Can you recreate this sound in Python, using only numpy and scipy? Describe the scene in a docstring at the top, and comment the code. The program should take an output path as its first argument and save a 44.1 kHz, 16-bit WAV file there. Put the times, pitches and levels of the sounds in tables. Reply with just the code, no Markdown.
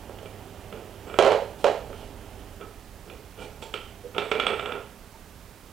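"""Soft bumps and light clicks come first: a dog noses the plastic covers of a treat puzzle on laminate.
One cover tumbles onto the floor in ever shorter bounces; later another clatters across the hollow
board and rocks to rest. Each impact is a brief force filtered by the resonances of the struck body.
Between them come stick-slip scrapes and squeaks, sniffs and the tinkle of a collar ring,
in a bare, reverberant room with a faint machine hum."""
import sys
import numpy as np
from scipy import signal
from scipy.fft import rfft, irfft
from scipy.io import wavfile
from scipy.ndimage import uniform_filter1d

SR = 44100
rng = np.random.default_rng(int(sys.argv[2]) if len(sys.argv) > 2 else 0)


def unload_audio(sound):
    """Save the sound as a 16-bit wav file, at the path given as the first command line argument."""
    columns = np.transpose(np.atleast_2d(sound))
    # keep every value between -1 and 1, then stretch to whole-number steps
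    steps = np.round(np.clip(columns, -1, 1) * 32767)
    wavfile.write(sys.argv[1], SR, steps.astype(np.int16))


N = 252252


# spectrum of a cover striking the laminate: (frequency [Hz], level [dB])
FLOOR_SPECTRUM = [(60, -58), (150, -22), (290, -14.5), (390, -4), (560, -1), (800, -7), (1100, -13.5),
                  (1400, -17), (1800, -23.5), (3100, -18), (4500, -31.5), (7000, -33), (10000, -42),
                  (16000, -58)]
# modes of the floorboards: (frequency [Hz], level [dB], 60 dB decay time [s])
FLOORBOARD_MODES = [(388, -3, .38), (440, -2, .42), (525, 0, .5), (573, -4, .45), (667, -4, .42),
                    (728, -9, .42), (804, -9, .4), (908, -13, .4), (1000, -15, .4), (1089, -16, .4),
                    (1299, -14, .35), (1410, -16, .35)]
def floor_knocks(gain_db=13, ring_db=-37, plastic_share=0.42):
    """Impact excitation: each blow gives a deep clack, then the floor's modes decay exponentially."""
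    hits = landings() + rebounds() + bumps()
    body_db = read(FLOOR_SPECTRUM, bins()) + plastic_share * plastic_resonances()
    tracks = amp(gain_db) * impacts(hits, body_db, chatter_s=0.003, snap=0.41)
    t = np.arange(SR) / SR
    modes = sum(amp(db - 60 * t / t60) * np.sin(2 * np.pi * hz * t) for hz, db, t60 in FLOORBOARD_MODES)
    ringing = np.zeros(N)
    for s, db, *_ in hits:
        add(ringing, s, amp(db + gain_db + ring_db) * modes)
    return room(tracks, wet_db=-0.5, aim_db=np.transpose(hits)[2]) + ringing


# a loose cover falls on the floor: (time [s], relative level [dB], edge [dB],
# favoured ring [Hz], first flight [s], loss per bounce [dB])
COVER_DROPS = [(1.1878, -2, 0, 3270, .036, 0.5), (1.319, -9, -4, 560, 0.01, 11),
               (1.6428, -6.5, -0.5, 620, .024, 11)]
def landings(aim_db=3, thud_db=1, lift_db=4):
    """Momentum transfer: a falling cover first strikes the floor squarely."""
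    return [(s, db, aim_db, thud_db, edge_db, hz, lift_db) for s, db, edge_db, hz, *_ in COVER_DROPS]


def rebounds(restitution=0.68, rebound_db=-5, aim_db=1, thud_db=-1, dull_db=-2, ring_hz=540, lift_db=4):
    """Inelastic collision: each bounce is shorter, weaker and duller than the last."""
    hits = []
    for s, db, edge_db, _, flight_s, loss_db in COVER_DROPS:
        for k in range(4):
            onset = s + flight_s * np.sum(restitution ** np.arange(k + 1))
            level = db + rebound_db - k * loss_db
            hits.append((onset, level, aim_db, thud_db, edge_db + (k + 1) * dull_db, ring_hz, lift_db))
    return hits


def board_knocks(gain_db=13):
    """Resonant filtering: the hollow board colours each blow of a cover into a plastic click."""
    hits = nudges() + fall_backs() + rocking()
    tracks = amp(gain_db) * impacts(hits, board_body(), chatter_s=0.0036, snap=0.15)
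    return room(tracks, wet_db=-1, aim_db=np.transpose(hits)[2])


# broad spectrum of a cover striking the board: (frequency [Hz], level [dB])
BOARD_SPECTRUM = [(60, -30), (200, -1.5), (330, -5), (500, 0), (900, -5), (1100, -8.5), (1700, -15),
                  (2700, -5.5), (3500, -9.5), (4100, -27), (6500, -33.5), (8500, -36.5), (11000, -47),
                  (16000, -47)]
def board_body():
    """Frequency response of the board in dB: resonance peaks on a broad slope."""
    return read(BOARD_SPECTRUM, bins()) + plastic_resonances()


# resonances of the hollow plastic: (frequency [Hz], width [Hz], lift [dB])
PLASTIC_MODES = [(418, 98, 12.3), (1295, 125, 9.2), (1381, 203, 12.8), (1630, 30, 7.2), (2335, 100, 7.9),
                 (2920, 210, 2.8), (3340, 100, 5.2), (3866, 120, 1.6), (4500, 120, 2.7), (5400, 80, 8),
                 (7900, 350, 3)]
def plastic_resonances():
    """Normal modes: each lifts the spectrum, in dB, around its own frequency."""
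    return sum(db * peak(hz, width) for hz, width, db in PLASTIC_MODES)


# the nose pushes a cover: (time [s], relative level [dB], thud [dB], edge [dB], favoured ring [Hz])
NOSE_KNOCKS = [(0.1854, -35.5, 9, 16, 2940), (0.2561, -31.5, 13, 15.5, 2350), (0.7253, -26.5, 5, 3, 467),
               (1.097, -29.5, 1.5, -6, 740), (1.140, -24.5, -5, -12, 1550), (1.928, -33, -1, -19, 1150),
               (2.61, -31, 6, -8, 3400), (3.0977, -34, -1, 10.5, 2430), (3.6235, -28, 8.5, 16, 3370),
               (3.739, -19, -3, 13, 3120), (4.1472, -30, -22, -9.5, 1260), (4.1807, -13, 1.5, 8, 3630),
               (4.3149, -11.5, -1, 7, 2280), (4.398, -12, -7.5, 2, 3460), (4.4660, -10.5, -6, 0, 3420),
               (4.5316, -19.5, 1.5, -19, 1820)]
def nudges(aim_db=3, lift_db=8):
    """Collision: the pushed covers strike the board, each spot favouring one ring."""
    return [(s, db, aim_db, thud_db, edge_db, hz, lift_db) for s, db, thud_db, edge_db, hz in NOSE_KNOCKS]


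def fall_backs(above_db=-16, flight_s=0.037, softer_db=-5,
               aim_db=-2, thud_db=3, edge_db=-5, ring_hz=2300, lift_db=6):
    """Free fall: a cover lifted by a hard knock drops flat into its slot again."""
    return [(s + flight_s, db + softer_db, aim_db, thud_db, edge_db, ring_hz, lift_db)
            for s, db, *_ in NOSE_KNOCKS if db > above_db]


def rocking(start_s=4.5945, step_s=0.0313, db=-21.5, fade_db_per_s=-10, lift_db=7):
    """Damped oscillation: the last cover taps evenly, thin on its rim and full on its flat side."""
    # (aim [dB], thud [dB], edge [dB], favoured ring [Hz])
    rim, flat = (5, -10, -8, 3500), (0, 1, -20, 1400)
    return [(start_s + k * step_s, db + fade_db_per_s * k * step_s, *side, lift_db)
            for k, side in enumerate([rim, flat] * 3)]


# the dog shifts about on the floor: (time [s], relative level [dB])
DOG_BUMPS = [(0.095, -31.5), (0.23, -34.5), (1.901, -33), (2.027, -38)]
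def bumps(aim_db=6, thud_db=7, edge_db=-7, ring_hz=255, lift_db=14):
    """Cushioned impact: a padded blow puts its energy into low frequencies."""
    return [(s, db, aim_db, thud_db, edge_db, ring_hz, lift_db) for s, db in DOG_BUMPS]


# covers slide in their slots: (time [s], length [s], level [dB], thud [dB], edge [dB])
COVER_SLIDES = [(0.702, 0.11, -48, 11, -4), (1.044, 0.1, -43.5, 3.5, -19), (2.592, 0.061, -46.5, -3, -33),
                (3.028, 0.16, -51.5, 11.5, -7), (3.358, 0.1157, -42.5, 11, 11),
                (4.135, 0.053, -36.5, 6, -16), (4.539, 0.284, -44, -6, -22)]
def scrapes(slips_per_s=1400, spread_db=2.5):
    """Stick-slip friction: many tiny, irregular jerks ring the board."""
    out = np.zeros(N)
    for s, length, db, thud_db, edge_db in COVER_SLIDES:
        n = round(length * SR)
        strength = rng.standard_normal(N) * amp(spread_db * rng.standard_normal(N))
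        slipping = rng.random(N) < slips_per_s / SR
        force = unit_rms((strength * slipping)[:n]) * signal.windows.tukey(n, 0.7)
        board = ring(board_body() + touch(thud_db, edge_db))
        add(out, s, amp(db) * signal.fftconvolve(force, board))
    return room(out[None], wet_db=-3)


# short rubbing squeaks: (time [s], length [s], pitch [Hz], level [dB])
RUB_SQUEAKS = [(4.036, 0.0426, 518, -41), (5.134, 0.0394, 913, -53.5)]
def squeaks(waver=0.054):
    """Periodic stick-slip: the slips fall nearly into step and make a soft, wavering tone."""
    out = np.zeros(N)
    for s, length, hz, db in RUB_SQUEAKS:
        n = round(length * SR)
        drift = unit_rms(uniform_filter1d(rng.standard_normal(N), size=200))[:n]
        pitch = hz * (1 + waver * drift)
        tone = np.sin(2 * np.pi * np.cumsum(pitch) / SR)
        add(out, s, amp(db) * unit_rms(tone * signal.windows.cosine(n)))
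    return room(out[None], wet_db=-26)


# the collar's metal ring is shaken: (time [s], length [s], pitch [Hz], relative level [dB])
COLLAR_SHAKES = [(1.074, .08, 7700, -48), (3.740, .02, 8000, -43), (4.179, .17, 7970, -44),
                 (4.465, .02, 8170, -34), (4.60, .08, 7750, -46)]
def tinkles(gain_db=12, step_s=0.062, width_hz=900, lift_db=36):
    """Damped resonance: each contact of the shaken ring excites one high, short-lived mode."""
    out = np.zeros(N)
    for s, length, hz, db in COLLAR_SHAKES:
        ping = ring(lift_db * peak(hz, width_hz))
        for delay in np.arange(0, length, step_s):
            force = contact(chatter_s=0.0062, snap=0.48)
            add(out, s + delay, amp(db + gain_db) * signal.fftconvolve(force, ping))
    return room(out[None], wet_db=0)


# sniffs and snorts: (time [s], length [s], nostril whistle [Hz], level [dB])
DOG_SNIFFS = [(1.572, 0.064, 9300, -51.5), (1.902, 0.18, 3030, -55.5), (3.381, 0.0954, 8300, -51),
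              (3.614, 0.037, 7600, -44.5)]
# spectrum of air through the nose: (frequency [Hz], level [dB])
NOSE_SPECTRUM = [(150, -24), (430, -4), (650, -12), (870, 2), (1100, -15), (1350, -23), (1800, -37),
                 (2400, -14), (3000, -10.5), (4000, -17), (7000, -23), (9500, -23.5), (15000, -38)]
def sniffs(whistle_db=10, whistle_width_hz=600):
    """Source and filter: the nose shapes puffs of airflow noise and adds a thin whistle."""
    out = np.zeros(N)
    for s, length, hz, db in DOG_SNIFFS:
        n = round(length * SR)
        puff = rng.standard_normal(N)[:n] * signal.windows.tukey(n, 0.7)
        nose = ring(read(NOSE_SPECTRUM, bins()) + whistle_db * peak(hz, whistle_width_hz))
        add(out, s, amp(db) * signal.fftconvolve(puff, nose))
    return room(out[None], wet_db=-4)


def impacts(hits, body_db, chatter_s, snap):
    """Convolution of contact force and body response gives one track for each hit:
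    (time [s], level [dB], aim at the listener [dB], thud [dB], edge [dB], ring [Hz], its lift [dB])."""
    tracks = np.zeros((len(hits), N))
    for track, (s, db, _, *manner) in zip(tracks, hits):
        response = ring(body_db + touch(*manner))
        add(track, s, amp(db) * signal.fftconvolve(contact(chatter_s, snap), response))
    return tracks


def contact(chatter_s, snap, flatten=0.85, size=4096):
    """Broadband excitation: a snap and milliseconds of chatter, with a nearly flat spectrum."""
    t = np.arange(size) / SR
    burst = rng.standard_normal(size) * t / chatter_s * np.exp(-(t / chatter_s) ** 2)
    burst /= np.linalg.norm(burst)
    burst[0] += snap
    burst_db = 20 * np.log10(abs(rfft(burst)) + 0.05)
    force = signal.fftconvolve(burst, ring(-flatten * burst_db))[:size]
    return force / np.linalg.norm(force)


def touch(thud_db, edge_db, ring_hz=1000, lift_db=0, thud_hz=800, edge_hz=3800, width_share=0.095):
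    """Contact geometry: a flat face adds bass (thud), a corner treble (edge), the struck spot a ring."""
    thud = thud_db / (1 + (bins() / thud_hz) ** 4)
    edge = edge_db * (1 - 1 / (1 + (bins() / edge_hz) ** 2))
    return thud + edge + lift_db * peak(ring_hz, width_share * ring_hz)


# the room's first reflections: (delay [s], level [dB])
EARLY_ECHOES = [(.0028, -19), (0.0102, -13.5), (0.0249, -18.5), (.037, -13)]
def room(tracks, wet_db, aim_db=0, paths=5):
    """Superposition: direct sound, weighted by aim, plus echoes and tails that vary from hit to hit."""
    out = (tracks.T * amp(aim_db)).sum(axis=1)
    for k in range(min(paths, len(tracks))):
        path = amp(wet_db) * room_tail()
        for s, db in EARLY_ECHOES:
            path[round(s * SR)] += amp(db)
        out += signal.oaconvolve(tracks[k::paths].sum(0), path)[:N]
    return out


# reverberation time: (frequency [Hz], 60 dB decay time [s])
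ROOM_DECAY = [(150, 0.31), (500, 0.43), (1400, 0.4374), (3000, 0.49), (8000, 0.44), (15000, 0.04)]
# how strongly the room returns each pitch: (frequency [Hz], level [dB])
ROOM_SPECTRUM = [(150, 0.5), (300, -2.5), (480, 4), (900, 4), (1400, -3), (1800, 5.5), (2400, 0.5),
                 (3000, -1.5), (3550, -3.5), (4200, 6.5), (5500, -1), (8000, -0.5), (12000, -7.5)]
def room_tail(build_s=0.0033, density=0.15, size=32768):
    """Diffuse reverberation: dense reflections build up quickly; each band dies at its own rate."""
    taps = rng.standard_normal(size) * (rng.random(size) < density)
    hz, t, bands = signal.stft(taps, SR, nperseg=256)
    t60 = read(ROOM_DECAY, hz)[:, None]
    bands *= amp(read(ROOM_SPECTRUM, hz)[:, None] - 60 * t / t60)
    tail = signal.istft(bands, SR, nperseg=256)[1]
    tail *= 1 - np.exp(-(np.arange(len(tail)) / SR / build_s) ** 2)
    return tail / np.linalg.norm(tail)


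# loudness of a faint machine: (time [s], level [dB])
DRONE_LEVEL = [(0, -47.5), (2.4, -48), (2.9, -56.5), (4.6, -52), (5.72, -66)]
# spectrum of its rush: (frequency [Hz], level [dB])
RUSH_SPECTRUM = [(25, -22), (60, 0), (100, 0), (150, -6.5), (220, -3.5), (320, -6), (480, -7), (780, -7.5),
                 (1100, -17), (2200, -23.5), (3100, -19), (4000, -34), (12000, -38)]
# its hum: (frequency [Hz], level relative to the rush [dB])
HUM_TONES = [(100, -6), (399, -9)]
def machine_drone():
    """Tonal and broadband noise share one envelope, which dips halfway and fades at the end."""
    t = np.arange(N) / SR
    hum = sum(amp(db) * unit_rms(np.sin(2 * np.pi * (hz * t + rng.random()))) for hz, db in HUM_TONES)
    return envelope(DRONE_LEVEL) * (noise(RUSH_SPECTRUM) + hum)


# loudness of a deep rumble: (time [s], level [dB])
RUMBLE_LEVEL = [(0.0, -49), (0.08, -53), (1.78, -55), (1.85, -48.5), (4.86, -54), (5.38, -54), (5.72, -54)]
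# its spectrum: (frequency [Hz], level [dB])
RUMBLE_SPECTRUM = [(12, -20), (28, -1.5), (46, -1), (62, -5.5), (80, -5.5), (130, -18), (400, -66)]
def rumble():
    """Amplitude modulation: low-frequency noise swells and sinks unevenly."""
    return envelope(RUMBLE_LEVEL) * noise(RUMBLE_SPECTRUM)


# spectrum of the room's air: (frequency [Hz], level [dB])
AIR_SPECTRUM = [(15, -22), (45, -9), (90, -5), (130, -8.5), (200, -7), (310, -12), (450, -13.5),
                (800, -16.5), (1300, -18.5), (3200, -25.5), (7000, -29.5), (15500, -33)]
def room_air(db=-51.5):
    """Stationary noise: a soft, steady rush, strongest in the bass."""
    return amp(db) * noise(AIR_SPECTRUM)


def amp(db):
    """Decibels to gain."""
    return 10 ** (np.asarray(db) / 20)


def unit_rms(x):
    """Normalisation to rms 1."""
    return x / np.sqrt(np.mean(x ** 2) + 1e-20)


def envelope(points):
    """Gain over time, interpolated in decibels."""
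    return amp(np.interp(np.arange(N) / SR, *np.transpose(points)))


def read(points, hz):
    """Interpolation of a table on a log-frequency axis."""
    f, value = np.transpose(points)
    return np.interp(np.log(hz + 1), np.log(f + 1), value)


def add(mix, s, sound):
    """Superposition of a sound on the mix at time s."""
    part = mix[max(round(s * SR), 0):][:len(sound)]
    part += sound[:len(part)]


def bins(size=4096):
    """Frequencies of a discrete spectrum."""
    return np.fft.rfftfreq(size, 1 / SR)


def peak(centre_hz, width_hz):
    """Resonance curve of height 1."""
    return 1 / (1 + (2 * (bins() - centre_hz) / width_hz) ** 2)


def ring(db):
    """Minimum-phase impulse response, of energy 1, with this spectral shape."""
    log_gain = np.log(amp(np.concatenate([db, db[-2:0:-1]])))
    spectrum = np.exp(np.conj(signal.hilbert(log_gain)))
    response = np.fft.ifft(spectrum).real
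    return response / np.linalg.norm(response)


def noise(points):
    """Spectral shaping of white noise, scaled to rms 1."""
    white = rfft(rng.standard_normal(N))
    return unit_rms(irfft(white * amp(read(points, bins(N))), N))


def scene(left_db=-4.5, right_db=4):
    """Level difference: one sound in both channels, louder on the right, each with its own faint hiss."""
    sound = floor_knocks() + board_knocks() + scrapes() + squeaks() + tinkles() + sniffs()
    sound += machine_drone() + rumble() + room_air()
    hiss = amp([[-62.5], [-58]]) * rng.standard_normal((2, N))
    return amp([[left_db], [right_db]]) * sound + hiss


def record(dry, cutoff_hz=15900):
    """Hard clipping of peaks beyond full scale, then a low-pass band limit."""
    clipped = np.clip(dry, -1, 1)
    lowpass = signal.firwin(511, cutoff_hz, window=("kaiser", 9), fs=SR)
    return signal.oaconvolve(clipped, lowpass[None], "same")


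dry = scene()
out = record(dry)
unload_audio(out)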